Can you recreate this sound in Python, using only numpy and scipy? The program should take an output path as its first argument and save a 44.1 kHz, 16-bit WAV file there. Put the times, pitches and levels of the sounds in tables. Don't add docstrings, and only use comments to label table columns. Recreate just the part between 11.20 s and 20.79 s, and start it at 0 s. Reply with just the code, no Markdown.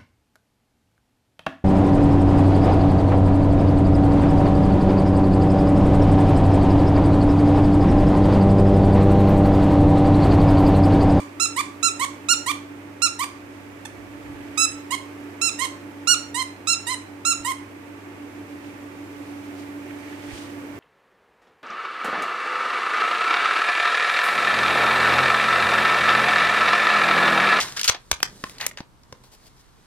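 import sys
import numpy as np
from scipy import signal
from scipy.fft import rfft, irfft, next_fast_len
from scipy.io import wavfile
from scipy.ndimage import uniform_filter1d, map_coordinates

SR = 44100
rng = np.random.default_rng(int(sys.argv[2]) if len(sys.argv) > 2 else 0)


def store_wav(level_fs):
    pcm = np.round(np.clip(np.atleast_2d(level_fs), -1, 1) * 32767)
    wavfile.write(sys.argv[1], SR, pcm.T.astype(np.int16))


def boost(x):
    u = np.asarray(x, float) / 20
    return 10 ** u


N = 422919
LIFT_HZ = 1020


def unit(x):
    return x / np.sqrt(np.mean(x ** 2) + 1e-20)


def along(points, hz):
    f, v = np.transpose(points)
    return np.interp(np.log(hz + 1), np.log(f + 1), v)


def wobble(rate, size=N):
    coarse = np.arange(0, size + 16, 16)
    knots = rng.standard_normal(size // 20 + 8)
    curve = map_coordinates(knots, [coarse * min(rate, 2000) / SR])
    return np.interp(np.arange(size), coarse, curve)


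def filtered(x, response):
    m = next_fast_len(x.shape[-1] + 4096)
    spectrum = rfft(x, m) * response(np.fft.rfftfreq(m, 1 / SR))
    return irfft(spectrum, m)[..., :x.shape[-1]]


def pair(spectrum):
    # f/Hz, likeness (-1 to 1)
    likeness = [(60, 0.84), (180, 1), (550, 0.37), (1650, -0.15), (4970, 0.052), (15000, -0.22)]

    def split(hz):
        angle = np.arccos(np.clip(along(likeness, hz), -1, 1)) / 2
        return boost(along(spectrum, hz)) * [np.cos(angle), np.sin(angle)]

    mid, side = filtered(rng.standard_normal((2, N)), split)
    return unit(np.array([mid + side, mid - side]))


def release(s, length, top_hz, db, lost):
    seat_hz, gentle_hz = 932.4, 1008.6
    straight = 0.38
    seated_slap_db, free_slap_db = -0.6, -11
    u = np.linspace(0, 1, num=33)
    top = .57 + 0.001083 * (top_hz - gentle_hz)
    rise = np.clip(u / top, 0, 1)
    fall = np.clip((u - top) / (1 - top), 0, 1)
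    pull = straight * rise + (1 - straight) * rise ** 2 * (3 - 2 * rise) - lost * fall ** 2.15
    start_hz = min(seat_hz, top_hz - 40)
    hz = start_hz + (top_hz - start_hz) * pull
    free = 1 / (1 + np.exp((LIFT_HZ - hz) / 14))
    seated_db = min(-25.5, db)
    slap_db = seated_slap_db + (free_slap_db - seated_slap_db) * free
    slap_db = slap_db + 1.5 * (seated_db + 25.5)
    return np.transpose([s + u * length, hz, seated_db + (db - seated_db) * free, slap_db])


def squeeze(s, length, top_hz, db, top):
    lightest_hz = 1288.4
    catch_s, stop_s = 0.0035, 0.0047
    u = np.linspace(0, 1, num=33)
    catch = np.exp(-u * length / catch_s)
    stop = np.exp((u - 1) * length / stop_s)
    sag = (1 - lightest_hz / top_hz) * (3.02 * (u - top) ** 2 + 0.88 * stop)
    hz = top_hz * (1 - 0.035 * catch - sag)
    low_db = db + 6 * catch - 45 * sag
    slap_db = 3.5 - 6.5 * catch - 38 * sag
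    return np.transpose([s + u * length, hz, low_db, slap_db])


def reed(rows, tube, grip, jitter, breath_db, chirp, rise, fall, split_hz, inward):
    s, *cols = np.transpose(rows)
    t = np.arange(s[0], s[-1] + fall / 2, 1 / SR)
    hz, low_db, slap_db = [uniform_filter1d(np.interp(t, s, c), 132, mode="nearest") for c in cols]
    sag = chirp * (np.exp((s[0] - t) / 0.0015) + 0.78 * np.exp((t - t[-1]) / 0.0025))
    hz = hz * (1 - sag) * (1 + jitter * wobble(704, size=len(t)))
    lift = inward / (1 + np.exp((LIFT_HZ - hz) / 14))

    k = np.arange(1, 19)[:, None]
    first, third, fourth, top_db, _ = grip
    shade = first * (k == 1) + third * (k == 3) + fourth * (k == 4) + top_db * (k * hz > 10200)
    flicker_db = 1.8 + inward * np.minimum(k / 2, 4) * (0.4 + 0.63 * lift)
    flicker = flicker_db * np.array([wobble(124, size=len(t)) for _ in k])
    shade = shade + 8 * lift * (k == 1) + flicker
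    gain = boost(along(tube, k * hz) + shade) * (k * hz < SR * .4)

    high = 1 / (1 + (split_hz / (k * hz)) ** 20)
    norm = lambda g: g / np.sqrt(np.sum(g ** 2, 0) / 2)
    gain = norm(gain * (1 - high)) + boost(slap_db - 9 * lift) * norm(gain * high)

    phase = 2 * np.pi * np.cumsum(hz) / SR
    spread = .45 * k ** 2 + rng.normal(0, .3, k.shape)
    tone = np.sum(gain * np.sin(k * phase + spread), 0)
    breath = lambda f: boost(along(tube, f) / 2 + 1.5 * top_db * (f > 11500)) * (f > 2000)
    hiss = unit(filtered(rng.standard_normal(len(t)), breath))
    hiss = boost(breath_db + 5.5 * lift) * hiss * (1 + np.sin(phase))
    edge = np.clip((t - s[0]) / rise, 0, 1) * np.clip((t[-1] - t) / fall, 0, 1)
    return boost(low_db) * edge * (tone + hiss)


def tiles(x, left_db, early_db, late_db):
    # f/Hz, t60/s
    ring = [(800, 0.43), (2100, 0.36), (5600, 0.37), (12000, 0.23)]
    # f/Hz, level/dB
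    far_shade = [(1000, 0.5), (1400, -9), (2400, -17.5), (4400, -8), (8000, -13), (15000, -1.5)]
    # f/Hz, phase/rad
    far_lead = [(1000, -1), (1550, -1.46), (2600, 1.7), (3500, 0.3), (5900, -2), (7300, -1.5), (8400, -1),
                (10700, -3.5), (12000, -5), (15000, -4.5)]
    x = np.pad(x, (0, SR // 2))
    hz, t, z = signal.stft(rng.standard_normal((2, SR // 2)), SR, nperseg=256)
    decay = boost(-60 * t / along(ring, hz)[:, None])
    tail = signal.istft(z * decay, SR, nperseg=256)[1][:, :SR // 2]
    onset = np.clip(np.arange(SR // 2) / SR / .01, 0, 1)
    tail *= boost(late_db) / np.linalg.norm(tail[0]) * onset
    tail[[[0], [1]], rng.integers(40, 700, (2, 6))] += boost(early_db) * rng.standard_normal((2, 6))
    left = filtered(x, lambda f: boost(along(far_shade, f) + left_db) * np.exp(1j * along(far_lead, f)))
    room = signal.fftconvolve(x[None], tail, axes=1)[:, :len(x)]
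    return np.array([left, x]) + boost([[-5], [0]]) * room


def squeaker():
    # t/s, length/s, top pitch f/Hz, level/dB, share of the length before the hardest press (0-1)
    squeezes = [
        (0.197, 0.066, 1366, -20.5, 0.5),
        (0.627, 0.065, 1366, -19, 0.43),
        (1.085, 0.057, 1424, -16, 0.56),
        (1.818, 0.058, 1397, -18.5, 0.4),
        (3.374, 0.085, 1328, -19, 0.7),
        (4.213, 0.084, 1367, -21, .38),
        (4.871, 0.078, 1451, -16, .49),
        (5.47, 0.074, 1376, -20, 0.6),
        (6.049, 0.085, 1383, -20.5, .48),
    ]
    # t/s, length/s, top pitch f/Hz, level/dB, share of the climb lost at the end
    releases = [(-0.06, .055, 1195, -26, 0.51), (0.361, 0.053, 1196, -18.5, 1.43),
                (0.793, 0.059, 1138, -19, 1.5), (1.26, .059, 1207, -19, 1.27),
                (1.989, 0.056, 1200, -21.5, 1.66), (2.65, 0.011, 890, -30, 1.7),
                (3.705, 0.048, 1088, -20, 0.84), (4.387, .071, 1086, -19.5, 1.05),
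                (5.142, 0.087, 1049, -21.5, 0.42), (5.666, 0.082, 1037, -21.5, 0.5),
                (6.245, 0.078, 1078, -22, 0.58)]
    # f/Hz, level/dB
    out_tube = [(1200, -0.5), (2700, 0), (4100, -3), (5500, -1), (6900, 0.5), (8200, -2.5), (9600, -9),
                (11000, -14.5), (12300, -25.5), (13700, -32), (15200, -28)]
    # f/Hz, level/dB
    in_tube = [(850, -9.5), (970, -1), (1050, -0.5), (1150, -3), (2100, 0), (3200, -2), (4200, -11),
               (5600, -12.5), (7000, -5), (8600, 3.5), (10000, -6.5), (13000, -20), (16000, -34)]
    # t/s, toy turned away (0 facing, about 1 fully away), palm cupped round it level/dB
    pose = [
        (0, 0, 1),
        (1.1, 0.08, -0.5),
        (2, 0.13, -0.7),
        (3.4, .3, -2.5),
        (4.3, 1.15, -3),
        (4.9, 0.93, 2.5),
        (5.6, 0.83, 4),
        (6.2, 0.26, -3),
    ]
    # 1st, 3rd, 4th partial, top, left microphone [all dB]
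    out_grip = (0.087, 0.32, -1.8, -0.59, 1.6)
    in_grip = (1.9, -4, 1.5, 3, -2)
    out_turn = (-4, 0.9, 1.3, 0.5, -3)
    in_turn = (-6.5, .5, 2, -3.5, -3.5)
    out_cup = (0.3, 1, 0.28, 0.12, 0.11)
    in_cup = (-0.044, -0.19, 0.91, -.2, 0.089)
    at, away, cup_db = np.transpose(pose)

    def hold(s, grip, turned, cupped):
        shade = grip + np.interp(s, at, away) * np.array(turned) + np.interp(s, at, cup_db) * np.array(cupped)
        return shade + 1.04 * rng.standard_normal(5)

    breaths = []
    for row in squeezes:
        grip = hold(row[0], out_grip, out_turn, out_cup)
        sound = reed(squeeze(*row), out_tube, grip, jitter=.0005, breath_db=-44, chirp=0.15,
                     rise=0.0052, fall=0.0087, split_hz=4220, inward=0)
        breaths.append((row[0], grip, sound))
    for row in releases:
        grip = hold(row[0], in_grip, in_turn, in_cup)
        sound = reed(release(*row), in_tube, grip, jitter=0.006, breath_db=-18, chirp=0.015,
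                     rise=0.0056, fall=0.0017, split_hz=6900, inward=0.64)
        breaths.append((row[0], grip, sound))

    lead = SR // 10
    out = np.zeros((2, lead + N + SR))
    for s, grip, sound in breaths:
        heard = tiles(sound, grip[-1], early_db=-20, late_db=-8.5)
        out[:, lead + round(s * SR):][:, :heard.shape[1]] += heard
    return out[:, lead:lead + N]


def fans():
    blade_tones = [287.6, 294.0]
    overtones = [(-1, -18.5, -21.5, -23), (-10, -28.5, -22, -39)]
    # f/Hz, width/Hz, level/dB
    casing = (354, 62, -9)
    t = np.arange(N) / SR - 2.02
    hz, width, db = casing
    sound = boost(db) * pair([(hz - 3 * width, -30), (hz - width, -6), (hz, 0),
                            (hz + width, -6), (hz + 3 * width, -30)])
    for blade_hz, levels in zip(blade_tones, overtones):
        for k, db in enumerate(levels, 1):
            waver = 0.45 * k * wobble(2.49) + 0.13 * np.array([[1], [-1]])
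            gain = boost(db + 3.5 + 2.03 * wobble(2.896))
            sound += gain * np.cos(2 * np.pi * k * blade_hz * t + waver)
    return unit(sound)


def background():
    # t/s, level/dB
    drone = [
        (0, -43.5),
        (.85, -42.5),
        (1.95, -45.5),
        (3.5, -42),
        (4.46, -42.5),
        (5.34, -44.5),
        (6.8, -44),
        (8.5, -40.5),
        (9.59, -40),
    ]
    # f/Hz, level/dB per Hz
    air_colour = [(41, -33), (70, -18.5), (108, -11.5), (155, -16), (233, -11.5), (293, -1), (451, -10.5),
                  (900, -15), (2370, -18.5), (3300, -30), (4200, -37.5), (9000, -39.5), (11000, -89),
                  (16000, -59)]
    # f/Hz, level/dB
    hum = [(100, -47.5), (200, -57), (300, -79), (700, -68.5), (900, -62.5)]
    # f/Hz, level/dB
    lean = [(60, 1), (150, -3.5), (380, -2.5), (950, -1.5), (2380, -7), (5980, -6.5), (15000, 2.5)]
    t = np.arange(N) / SR
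    s, drone_db = np.transpose(drone)
    air_db = -50 + 0.51 * (drone_db - drone_db.mean())
    mains = sum(boost(db - 0.5) * np.sin(2 * np.pi * hz * t) for hz, db in hum)
    mains = boost(0.58 * wobble(4.6)) * mains
    air = boost(np.interp(t, s, air_db) + 7.5 + 0.22 * wobble(3.03)) * pair(air_colour)
    room = boost(np.interp(t, s, drone_db) + 2.0) * fans() + mains + air
    return filtered(room, lambda hz: boost(along(lean, hz) * np.array([[.5], [-.5]])))


def moves(rows, rest_db):
    t = np.arange(0, N + 64, 64) / SR
    power = boost(rest_db) ** 2
    for s, fade, db in rows:
        power = power + boost(db - 10.5 * np.abs(t - s) / fade) ** 2
    return np.interp(np.arange(N) / SR, t, np.sqrt(power))


def handling():
    # t/s, time to fade/s, hiss level/dB, scuff over it level/dB
    drags = [(2.16, .05, -61, 4), (2.36, .08, -63, -8), (2.6, .06, -66, 7), (2.776, 0.034, -65, 9),
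             (3.07, .15, -67, 3), (3.21, .04, -68, 8), (3.4, 0.45, -61.5, 6), (6.94, .05, -74, 9),
             (7.0, 0.041, -76, 19), (7.14, .08, -65, -8), (7.32, 0.044, -61, -2), (7.48, 0.14, -62, 6),
             (8.11, 0.27, -60, -34), (8.31, 0.036, -68, 13), (8.4, 0.092, -56, -7), (8.71, 0.037, -67, 14),
             (8.9, 0.28, -57, 6), (9.165, 0.14, -46.5, -1.5), (9.59, .1, -69, 7)]
    # f/Hz, level/dB per Hz
    plush = [(1760, -30), (3000, 2), (8000, -6.5), (8950, -3.5), (11000, -18.5), (16000, -20)]
    # f/Hz, level/dB per Hz
    mat = [(1000, -26), (1700, 7), (2300, 4), (3300, -5), (4200, -30)]
    # t/s, time to fade/s, level/dB
    shifts = [
        (2.27, .15, -59),
        (2.54, .1, -57),
        (2.83, .18, -53),
        (3.12, 0.16, -46),
        (3.5, 0.087, -51.5),
        (6.2, .18, -62),
        (7.88, .3, -66),
        (9.13, 0.11, -51),
        (9.5, .5, -62),
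    ]
    # f/Hz, level/dB per Hz
    rumble = [(15, -45), (30, -19), (55, -0.5), (80, -1), (140, -1), (250, -66)]
    # t/s, peak level/dB, f/Hz
    bumps = [
        (3.168, -43, 70),
        (6.2, -35, 70),
        (9.129, -32, 70.4),
    ]
    hiss = moves([(s, fade, db) for s, fade, db, _ in drags], -67)
    scuff = moves([(s, fade, db + over) for s, fade, db, over in drags], -64)
    sound = hiss * boost(3.0 + 0.99 * wobble(60)) * pair(plush)
    sound += scuff * boost(2.0 + 3.4 * wobble(90) + [[-3], [3]]) * pair(mat)
    ports = filtered(rng.standard_normal((2, N)), lambda hz: boost(along(rumble, hz)))
    sound += moves(shifts, -65.5) * boost([[-1], [3]]) * unit(ports)
    u = np.arange(SR // 8) / SR
    for s, db, hz in bumps:
        thud = u / .012 * np.exp(-u / 0.0067) * np.sin(2 * np.pi * hz * u)
        sound[:, round(s * SR):][:, :len(u)] += boost(db + 8 + np.array([[-6], [3]])) * thud
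    return sound


def scene():
    return squeaker() + background() + handling()


def roll_off(x):
    return signal.sosfilt(signal.butter(12, 16640, fs=SR, output="sos"), x)


def record(dry):
    dry = dry / (1 + np.abs(dry / .85) ** 4) ** .25
    mix = filtered(dry, lambda hz: 1 / (1 + (hz / 15450) ** 120))
    return roll_off(mix)


dry = scene()
out = record(dry)
store_wav(out)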